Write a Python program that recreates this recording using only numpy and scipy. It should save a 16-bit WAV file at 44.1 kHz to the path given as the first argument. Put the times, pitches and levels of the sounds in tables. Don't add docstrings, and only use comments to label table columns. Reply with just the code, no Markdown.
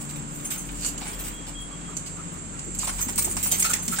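import sys
import numpy as np
from scipy import signal
from scipy.fft import rfft, irfft
from scipy.io import wavfile

SR = 44100
rng = np.random.default_rng(int(sys.argv[2]) if len(sys.argv) > 2 else 0)


def waveform_to_disk(signal):
    frames = np.transpose(np.atleast_2d(signal))
    scaled = np.clip(frames, -1, 1) * 32767
    samples = np.round(scaled).astype(np.int16)
    wavfile.write(sys.argv[1], SR, samples)


N = 176400

# frequency in Hz, relative gain in dB.
AIR_COLOUR = [(20, -10), (45, -6), (65, -9), (110, -6), (180, -2), (320, -5), (430, -11), (700, -14),
              (950, -13), (1300, -14), (1800, -19.5), (2800, -20), (4500, -28), (6000, -29), (9000, -31),
              (10200, -49), (15000, -53), (16200, -64)]
HISS_COLOUR = [(5500, -23), (6450, -11), (6850, -2), (7030, -18), (7230, 7.5), (7320, -9.5), (7430, 6.5),
               (7600, 2.5), (7700, -5), (7850, 3), (8100, -5), (8230, -2), (8550, -7), (9250, -17),
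               (9800, -60)]
SAND_COLOUR = [(300, -18), (750, -2), (1400, 0), (2600, 3), (3800, -3), (6000, -25), (12000, -40)]
GRIT_COLOUR = [(400, -16), (1500, -12.5), (2200, -12.5), (2950, -4.5), (3600, -14.5), (4500, -5),
               (5400, -9.5), (6700, -1.5), (7500, 2.5), (8600, -1.5), (10000, -16), (13000, -17),
               (15500, -23), (16300, -36)]
SCRAPE_COLOUR = [(400, -7), (1200, -10), (3000, 0), (4200, 1), (6000, -3), (8000, 6), (10000, -17),
                 (15000, -11)]
CRACK_COLOUR = [(300, -15), (1500, -11), (3000, -8), (5000, -3.5), (7500, 8), (9000, 7), (10500, -15),
                (14000, -7), (16000, -5)]
TICK_COLOUR = [(300, -3), (1000, -13), (2500, 0.5), (4500, -10.5), (5800, 0.5), (6800, 4), (7700, 13),
               (8900, 4), (10200, -14.5), (12600, -5), (14000, -9), (15400, -13), (16200, -38)]
# time in seconds, relative level in dB.
AIR_LEVEL = [(0, -40.5), (.6, -42.5), (1.1, -40), (1.6, -41.5), (2.2, -41.5), (2.65, -42.5), (3.3, -39),
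             (4, -42)]
HISS_LEVEL = [(0, -41), (.4, -42.5), (.9, -42.5), (1.4, -42.5), (1.7, -43), (2.1, -40.5), (2.45, -41.5),
              (2.75, -38), (3.3, -36.5), (4, -37.5)]
RUSTLE_LEVEL = [(0, -51.5), (.3, -57), (.55, -52.5), (.8, -59.5), (1.08, -50), (1.3, -53.5), (1.7, -58),
                (2.2, -55.5), (2.7, -60.5), (2.9, -52), (3.4, -55), (3.7, -44.5), (3.82, -48.5), (4, -57)]
SLIDE_LEVEL = [(.72, -55), (.8, -36), (.84, -31.5), (.865, -33), (.895, -36), (.92, -47), (.96, -60)]
DRAG_LEVEL = [(2.75, -82), (2.86, -52), (3.12, -48), (3.29, -45), (3.42, -45), (3.68, -39), (3.79, -45),
              (3.86, -52), (3.95, -45)]
JINGLE_LEVEL = [(0, -49), (.17, -51), (.25, -75), (.36, -45), (.46, -45), (.62, -47), (.72, -51),
                (.95, -50), (1.1, -48), (1.28, -41), (1.4, -71), (1.5, -69), (1.62, -60), (1.73, -85),
                (1.9, -64), (2.1, -70), (2.25, -80), (2.34, -74), (2.45, -73), (2.74, -72), (2.86, -58),
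                (3.3, -41.5), (3.7, -33), (3.84, -38), (4, -55)]
# frequency in Hz, left-right correlation from 0 to 1.
COHERENCE = [(30, 0.95), (150, 1), (300, 0.44), (600, 1), (1500, 0.4), (4000, 0.2), (16000, 0)]
# frequency in Hz, left over right in dB.
BALANCE = [(100, 4), (300, 5.5), (700, 3), (1300, 0), (2600, 3), (5500, 0), (6600, -2.5), (7400, -8.5),
           (8300, -2), (9200, 3), (13500, -2), (16000, 3)]
ENGINE_TIMES_S = [.3, .7, 1.5, 2.3, 2.8, 3.3, 4]
# frequency in Hz, then level in dB at each of ENGINE_TIMES_S.
ENGINE_PARTIALS = [(42.8, -50, -39.5, -40.5, -49, -40, -39.5, -46),
                   (90.6, -69, -63, -69, -46, -51, -39, -47), (128.4, -55, -48.5, -68, -68, -51, -65, -52),
                   (146.6, -37.5, -50.5, -48.5, -49, -42, -61, -46),
                   (168.9, -50, -46.5, -50, -40.5, -61, -53, -46),
                   (181, -50, -47.5, -68, -48, -45, -43, -40),
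                   (226.3, -43, -45.5, -68, -57, -47.5, -70, -52),
                   (289.3, -45, -45.5, -48, -52.5, -52, -67, -73)]
# start in seconds, length in seconds, level in dB.
WHISTLE_NOTES = [(1.123, .06, -51), (1.19, .1, -53.5), (1.329, .14, -46), (1.543, .14, -45),
                 (1.683, .19, -52.5), (1.858, .11, -56)]
# start in seconds, level in dB, centre in Hz.
FOOTFALLS = [(1.01, -41, 820), (1.055, -48, 840), (1.47, -50.5, 860), (2.665, -38.5, 327),
             (3.062, -37, 237), (3.162, -35.5, 212), (3.265, -41, 328), (3.345, -40, 250), (3.71, -44, 243),
             (3.877, -33, 220), (3.982, -36, 815)]
EAR_SLAPS = [(2.829, -34.5, 1000), (2.873, -34, 920), (2.889, -34, 1100), (2.99, -39.5, 1160),
             (3.086, -37, 1000), (3.18, -35.5, 1000), (3.272, -39.5, 690), (3.366, -35, 1020),
             (3.457, -36.5, 1000), (3.52, -37.5, 575)]
# start in seconds, decay in seconds, level in dB.
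SOLE_SCUFFS = [(0.508, 0.045, -38), (0.687, 0.014, -39), (0.828, 0.035, -44), (1.009, .025, -40.5),
               (1.062, 0.057, -42), (1.19, 0.044, -47), (1.262, 0.044, -43), (1.468, 0.014, -44.5)]
# start in seconds, length in seconds, level in dB, throat resonance in Hz.
BREATHS = [(0.087, 0.095, -56, 1150), (0.362, 0.086, -57, 1280), (0.546, 0.046, -52, 1350),
           (0.678, 0.11, -55, 1200), (1.673, 0.096, -51.5, 1180), (1.865, 0.091, -48, 1235),
           (2.156, 0.09, -47, 1250), (2.314, 0.071, -49.5, 1200), (2.505, 0.088, -52, 1350),
           (2.991, 0.042, -45, 1370), (3.637, 0.042, -33.5, 1373), (3.69, 0.04, -33, 1350),
           (3.72, 0.051, -35.5, 1900), (3.918, 0.036, -33.5, 1360), (3.982, 0.026, -30.5, 1650)]
# start and length in seconds, then relative low, mid and high level in dB.
GRIT_BURSTS = [(0.83, 0.011, -37, -38, -43), (0.848, 0.0019, -29.5, -25, -43),
               (0.855, 0.0069, -36, -28, -40), (0.864, 0.004, -41, -24.5, -39),
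               (0.872, 0.018, -39, -30.5, -37.5), (0.888, 0.016, -51, -36, -53),
               (0.978, 0.008, -40, -32.5, -49), (1.968, 0.0054, -38.5, -26, -43),
               (2.062, 0.019, -41.5, -37, -52), (2.592, 0.003, -41.5, -32, -57),
               (2.749, 0.006, -44, -35, -42), (2.788, 0.0045, -47, -22.5, -39),
               (2.796, 0.033, -37, -32.5, -44)]
CHAIN_BURSTS = [(0.012, 0.013, -48.5, -36, -48), (0.094, 0.017, -44.5, -38, -49),
                (0.16, 0.01, -45, -40.5, -47), (0.39, 0.016, -50, -44, -60), (0.446, 0.019, -44, -36, -42),
                (0.505, 0.021, -39, -29.5, -33.5), (0.535, 0.026, -44.5, -38, -42),
                (0.578, 0.05, -53, -40, -49), (0.645, 0.13, -60, -48, -66), (1.012, 0.024, -40.5, -43, -54),
                (1.055, 0.043, -41.5, -38, -51), (1.132, 0.014, -44, -45, -52),
                (1.19, 0.024, -44.5, -38.5, -46), (1.24, 0.048, -44.5, -37, -42.5),
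                (1.468, 0.026, -44, -44, -53), (1.604, 0.003, -54, -48, -54), (2.326, 0.003, -61, -47, -51),
                (2.648, 0.004, -58, -57, -58), (2.832, 0.026, -39.5, -31, -39),
                (2.872, 0.024, -33.5, -27.5, -41), (2.925, 0.049, -50, -39.5, -48),
                (2.985, 0.017, -38, -31.5, -43), (3.01, 0.019, -38, -27, -30),
                (3.085, 0.017, -37, -30, -37.5), (3.159, 0.0049, -47, -27.5, -33),
                (3.179, 0.017, -30, -21, -25), (3.223, 0.0046, -42, -25.5, -28),
                (3.246, 0.0095, -37.5, -22, -28), (3.3, 0.025, -48, -31, -40),
                (3.368, 0.0084, -34, -29, -42), (3.385, 0.03, -42.5, -39, -42),
                (3.429, 0.019, -35.5, -24.5, -26), (3.458, 0.019, -37, -29, -38),
                (3.516, 0.012, -30, -19, -25), (3.533, 0.026, -33, -43, -42),
                (3.585, 0.0033, -43, -26, -36), (3.597, 0.017, -37.5, -24, -28),
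                (3.625, 0.0074, -27, -34, -36), (3.645, 0.023, -28.5, -24.5, -36),
                (3.698, 0.018, -38.5, -25.5, -32), (3.734, 0.0052, -25, -29, -33),
                (3.881, 0.0075, -37, -31.5, -39), (3.916, 0.028, -39.5, -30, -32),
                (3.962, 0.014, -35.5, -35, -49), (3.987, 0.014, -34, -26, -40)]
CROSSOVERS_HZ = [5200, 6300, 9600, 10600]
# frequency in Hz, relative level in dB, T60 in seconds.
LINK_MODES = [(6400, -6, 0.12), (7340, -1, 0.047), (8090, 7, 0.028), (8620, -0.5, 0.043), (9230, 0, 0.092),
              (11200, -14, 0.05), (11830, -12, 0.055), (13640, -6, .08), (14250, -5, 0.074),
              (14600, -12, 0.053), (15600, -6, 0.086)]
# start in seconds, level in dB, frequency in Hz, T60 in seconds.
LINK_PINGS = [(0.448, -28.5, 9360, 0.14), (0.452, -29.5, 6380, 0.11), (0.575, -31, 9320, .1),
              (0.578, -35, 6400, 0.21), (0.512, -38, 13800, .09), (1.075, -38, 9210, 0.21),
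              (1.133, -33, 14300, .06), (1.197, -28.5, 14340, 0.12), (1.225, -38, 14600, .12),
              (1.272, -38, 14400, .12), (1.615, -38, 9170, .13), (3.014, -22.5, 6400, 0.089),
              (3.181, -24.5, 9030, 0.088), (3.016, -38, 11700, .11), (3.226, -28, 15280, .09),
              (3.44, -34, 11700, .1), (3.312, -23.5, 8980, 0.1), (3.433, -28, 13700, .07),
              (3.464, -21.5, 9160, 0.14), (3.468, -21, 14720, .07), (3.597, -15.5, 9230, 0.077),
              (3.626, -17, 6440, 0.056), (3.648, -26, 14250, .1), (3.702, -26, 14050, 0.089),
              (3.737, -25, 6500, 0.044), (3.79, -34, 6380, 0.25), (3.822, -28, 9230, 0.066),
              (3.918, -25, 9260, 0.068)]
# start in seconds, level in dB.
SLAB_CRACKS = [(0.5067, -29.5), (3.2237, -25), (3.368, -24.5), (3.5197, -17), (3.5963, -23), (3.625, -17),
               (3.736, -14.5), (3.8803, -20), (3.987, -22.5)]


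def amp(db):
    return 10 ** (np.asarray(db) / 20)


def unit(x):
    return x / np.sqrt(np.mean(x ** 2) + 1e-20)


def decay(t, t60_s):
    return np.exp(-np.log(1000) * t / t60_s)


def spectrum(points, hz):
    f, v = np.transpose(points)
    return np.interp(np.log(hz + 1), np.log(f + 1), v)


def level(points):
    return amp(np.interp(np.arange(N) / SR, *np.transpose(points)))


def freqs(x):
    return np.fft.rfftfreq(x.shape[-1], 1 / SR)


def shape(x, gain):
    return irfft(rfft(x) * gain, x.shape[-1])


def tint(x, colour):
    return shape(x, amp(spectrum(colour, freqs(x))))


def pan(db):
    return amp(np.array([[.5], [-.5]]) * db)


def add(mix, start_s, sound):
    part = mix[:, max(round(start_s * SR), 0):][:, :sound.shape[-1]]
    part += sound[..., :part.shape[1]]


def drift(rate_hz):
    x = rng.standard_normal(N)
    return unit(shape(x, np.exp(-(freqs(x) / rate_hz) ** 2)))


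def noise(size):
    a, b = rng.standard_normal((2, size))
    same = np.clip(spectrum(COHERENCE, freqs(a)), -1, 1)
    return np.array([a, shape(a, same) + shape(b, np.sqrt(1 - same ** 2))])


def puff(hz, width_oct, size):
    x = noise(size)
    offset_oct = np.log2((freqs(x) + 1) / hz)
    return unit(shape(x, 1 / (1 + (offset_oct / width_oct) ** 2)))


def tick(colour, decay_s, size=1000):
    t = (np.arange(size) - 40) / SR
    x = tint(rng.standard_normal((2, size)) * np.exp(-abs(t) / decay_s) * (t >= 0), colour)
    return x / np.linalg.norm(x)


def patter(voices, per_s, scatter_db):
    out = np.zeros((2, N))
    chance, strength = rng.random(N), rng.standard_normal(N)
    for at in np.flatnonzero(chance < per_s / SR):
        add(out, at / SR, amp(scatter_db * np.clip(strength[at], -2, 2)) * voices[at % len(voices)])
    return unit(out)


def bursts(rows, voices, per_s, scatter_db, rebound_s=.0043, accent_db=3):
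    out = np.zeros((2, N))
    for start_s, length_s, *band_db in rows:
        cluster, draws = np.zeros((2, 18000)), rng.random((80, 2))
        trio = rng.integers(len(voices), size=3)
        for k, (jitter, softness) in enumerate(draws):
            at_s = (k + jitter * (k > 0)) / per_s
            if at_s < length_s + 6 * rebound_s:
                fade = np.exp(-max(at_s - length_s, 0) / rebound_s)
                hit_db = accent_db * (k == 0) - scatter_db * np.log(softness + .05)
                add(cluster, at_s, fade * amp(hit_db) * voices[trio[k % 3]])
        band = np.interp(freqs(cluster), CROSSOVERS_HZ, [0, 1, 1, 2.5])
        for k, db in enumerate(band_db):
            part = shape(cluster, np.maximum(1 - abs(band - k), 0))
            rms = np.sqrt(np.sum(part ** 2) / (2 * (length_s + rebound_s) * SR))
            add(out, start_s - .001, amp(db) * part / rms)
    return out


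def soft_hits(rows, rise_s, width_oct, size=8000):
    out, u = np.zeros((2, N)), np.arange(size) / SR / rise_s
    swell = u * np.exp(1 - u)
    swell_rms = np.sqrt(np.mean(swell ** 2))
    for start_s, db, hz in rows:
        add(out, start_s, amp(db) * swell_rms * unit(swell * puff(hz, width_oct, size)))
    return out


def walls(x, t60_s, delay_s=.0049):
    t = np.arange(SR // 2) / SR
    taps = rng.standard_normal((2, len(t))) * (rng.random((2, len(t))) < .05)
    taps *= (t > delay_s) * decay(t, t60_s)
    taps /= np.linalg.norm(taps, axis=1, keepdims=True)
    return signal.fftconvolve(x, taps, axes=1)[:, :N]


def outdoor_air(sway_db=.7):
    return unit(tint(noise(N), AIR_COLOUR)) * level(AIR_LEVEL) * amp(sway_db * drift(rate_hz=7.8))


def hiss(flicker_db=.16):
    band = unit(tint(noise(N), HISS_COLOUR))
    return band * level(HISS_LEVEL) * amp(flicker_db * drift(rate_hz=40)) * pan(db=-.5)


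def engine(wander_hz=.91, flutter_db=2):
    out = np.zeros(N)
    for hz, *db in ENGINE_PARTIALS:
        turns = np.cumsum(hz + wander_hz * drift(rate_hz=4.34)) / SR
        gain = level(list(zip(ENGINE_TIMES_S, db))) * amp(flutter_db * drift(rate_hz=4.4))
        out += gain * np.sin(2 * np.pi * turns)
    return out * pan(db=.5)


def whistle(hz=3280, waver=.0051, flutter_db=2.5):
    out = np.zeros((2, N))
    for start_s, length_s, db in WHISTLE_NOTES:
        u = np.arange(0, length_s, 1 / SR) / length_s
        turns = np.cumsum(hz * (1 + waver * drift(rate_hz=106)[:len(u)])) / SR
        add(out, start_s, amp(db) * np.sin(np.pi * np.sqrt(u)) * np.sin(2 * np.pi * turns))
    out *= amp(flutter_db * drift(rate_hz=71))
    return out + amp(-7) * walls(out, t60_s=.5)


def rustle(flicker_db=2):
    brush = puff(hz=1000, width_oct=.92, size=N)
    return brush * level(RUSTLE_LEVEL) * amp(flicker_db * drift(rate_hz=61))


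def footfalls():
    return soft_hits(FOOTFALLS, rise_s=.012, width_oct=.2)


def scuffs(rise_s=.003):
    envelope, t = np.zeros((2, N)), np.arange(9000) / SR
    grains = [tick(SAND_COLOUR, decay_s=.00072) for _ in range(24)]
    for start_s, decay_s, db in SOLE_SCUFFS:
        add(envelope, start_s, amp(db) * (1 - np.exp(-t / rise_s)) * np.exp(-t / decay_s))
    return envelope * patter(grains, per_s=640, scatter_db=1.5)


def grit():
    grains = [tick(GRIT_COLOUR, decay_s=.0012) for _ in range(24)]
    slide = patter(grains, per_s=2500, scatter_db=.5) * level(SLIDE_LEVEL)
    crunch = bursts(GRIT_BURSTS, grains, per_s=900, scatter_db=.5)
    return (crunch + slide) * pan(db=-2)


def panting(size=8000):
    out, t = np.zeros((2, N)), np.arange(size) / SR
    for start_s, length_s, db, hz in BREATHS:
        throat = puff(hz, width_oct=.099, size=size)
        breath = amp(-4.5) * puff(hz, width_oct=.93, size=size)
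        swell = np.sin(np.pi * np.minimum(t / length_s, 1))
        add(out, start_s, amp(db) * (throat + breath) * swell)
    return out


def ear_flaps():
    return soft_hits(EAR_SLAPS, rise_s=.0051, width_oct=.5)


def drag():
    catches = [tick(SCRAPE_COLOUR, decay_s=.0007) for _ in range(24)]
    return patter(catches, per_s=450, scatter_db=5.5) * level(DRAG_LEVEL)


def cracks(decay_s=.0018, rebound_s=.004, rebound_db=-1.5):
    out = np.zeros((2, N))
    for start_s, db in SLAB_CRACKS:
        for delay_s, drop_db in (0, 0), (rebound_s, rebound_db):
            hit = tick(CRACK_COLOUR, decay_s, size=2000) * np.sqrt(2 * decay_s * SR)
            add(out, start_s + delay_s - .001, amp(db + drop_db) * hit)
    return out


def pings(rise_s=.0013, split_hz=65, twin_db=-4):
    out, t = np.zeros((2, N)), np.arange(12000) / SR
    for start_s, db, hz, t60_s in LINK_PINGS:
        phase = rng.random((2, 2, 1))
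        mode = np.sin(2 * np.pi * (hz * t + phase[0]))
        twin = amp(twin_db) * np.sin(2 * np.pi * ((hz + split_hz) * t + phase[1]))
        envelope = (1 - np.exp(-t / rise_s)) * decay(t, t60_s)
        add(out, start_s, amp(db) * (mode + twin) * envelope)
    return out


def link(ring_db, detune=.013, scatter_db=5, clack_range_hz=(1900, 5960), size=10000):
    t = np.arange(size) / SR
    ring, clack = np.zeros((2, 2, size))
    for hz, db, t60_s in LINK_MODES:
        turns = hz * (1 + detune * rng.standard_normal()) * t + rng.random((2, 1))
        gain = amp(db + scatter_db * rng.standard_normal())
        ring += gain * decay(t, t60_s) * np.sin(2 * np.pi * turns)
    for hz in rng.uniform(*clack_range_hz, 4):
        clack += decay(t, t60_s=.035) * np.sin(2 * np.pi * (hz * t + rng.random((2, 1))))
    contact = tick(TICK_COLOUR, decay_s=.0017, size=size)
    return contact + amp(ring_db) * ring / np.linalg.norm(ring) + amp(-6) * clack / np.linalg.norm(clack)


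def chain():
    struck = [link(ring_db=3.5) for _ in range(48)]
    touched = [link(ring_db=12) for _ in range(24)]
    jingle = patter(touched, per_s=75, scatter_db=3) * level(JINGLE_LEVEL)
    clatter = bursts(CHAIN_BURSTS, struck, per_s=480, scatter_db=1.5)
    return (clatter + jingle) * pan(db=-1.5)


def scene(left_lag_s=.000451):
    events = amp(-1.5) * chain() + amp(-2) * grit() + pings() + cracks() + drag() + scuffs()
    events += panting() + rustle() + whistle() + ear_flaps() + footfalls()
    background = engine() + outdoor_air() + hiss()
    lag = np.exp(-2j * np.pi * freqs(background) * np.array([[left_lag_s], [0]]))
    return events + amp(-6) * walls(events, t60_s=.17) + shape(background, lag)


def record(dry, cutoff_hz=15800):
    coloured = shape(dry, pan(spectrum(BALANCE, freqs(dry))))
    low_pass = signal.firwin(401, cutoff_hz, window=("kaiser", 9), fs=SR)
    return signal.oaconvolve(coloured, low_pass[None], "same")


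dry = scene()
out = record(dry)
waveform_to_disk(out)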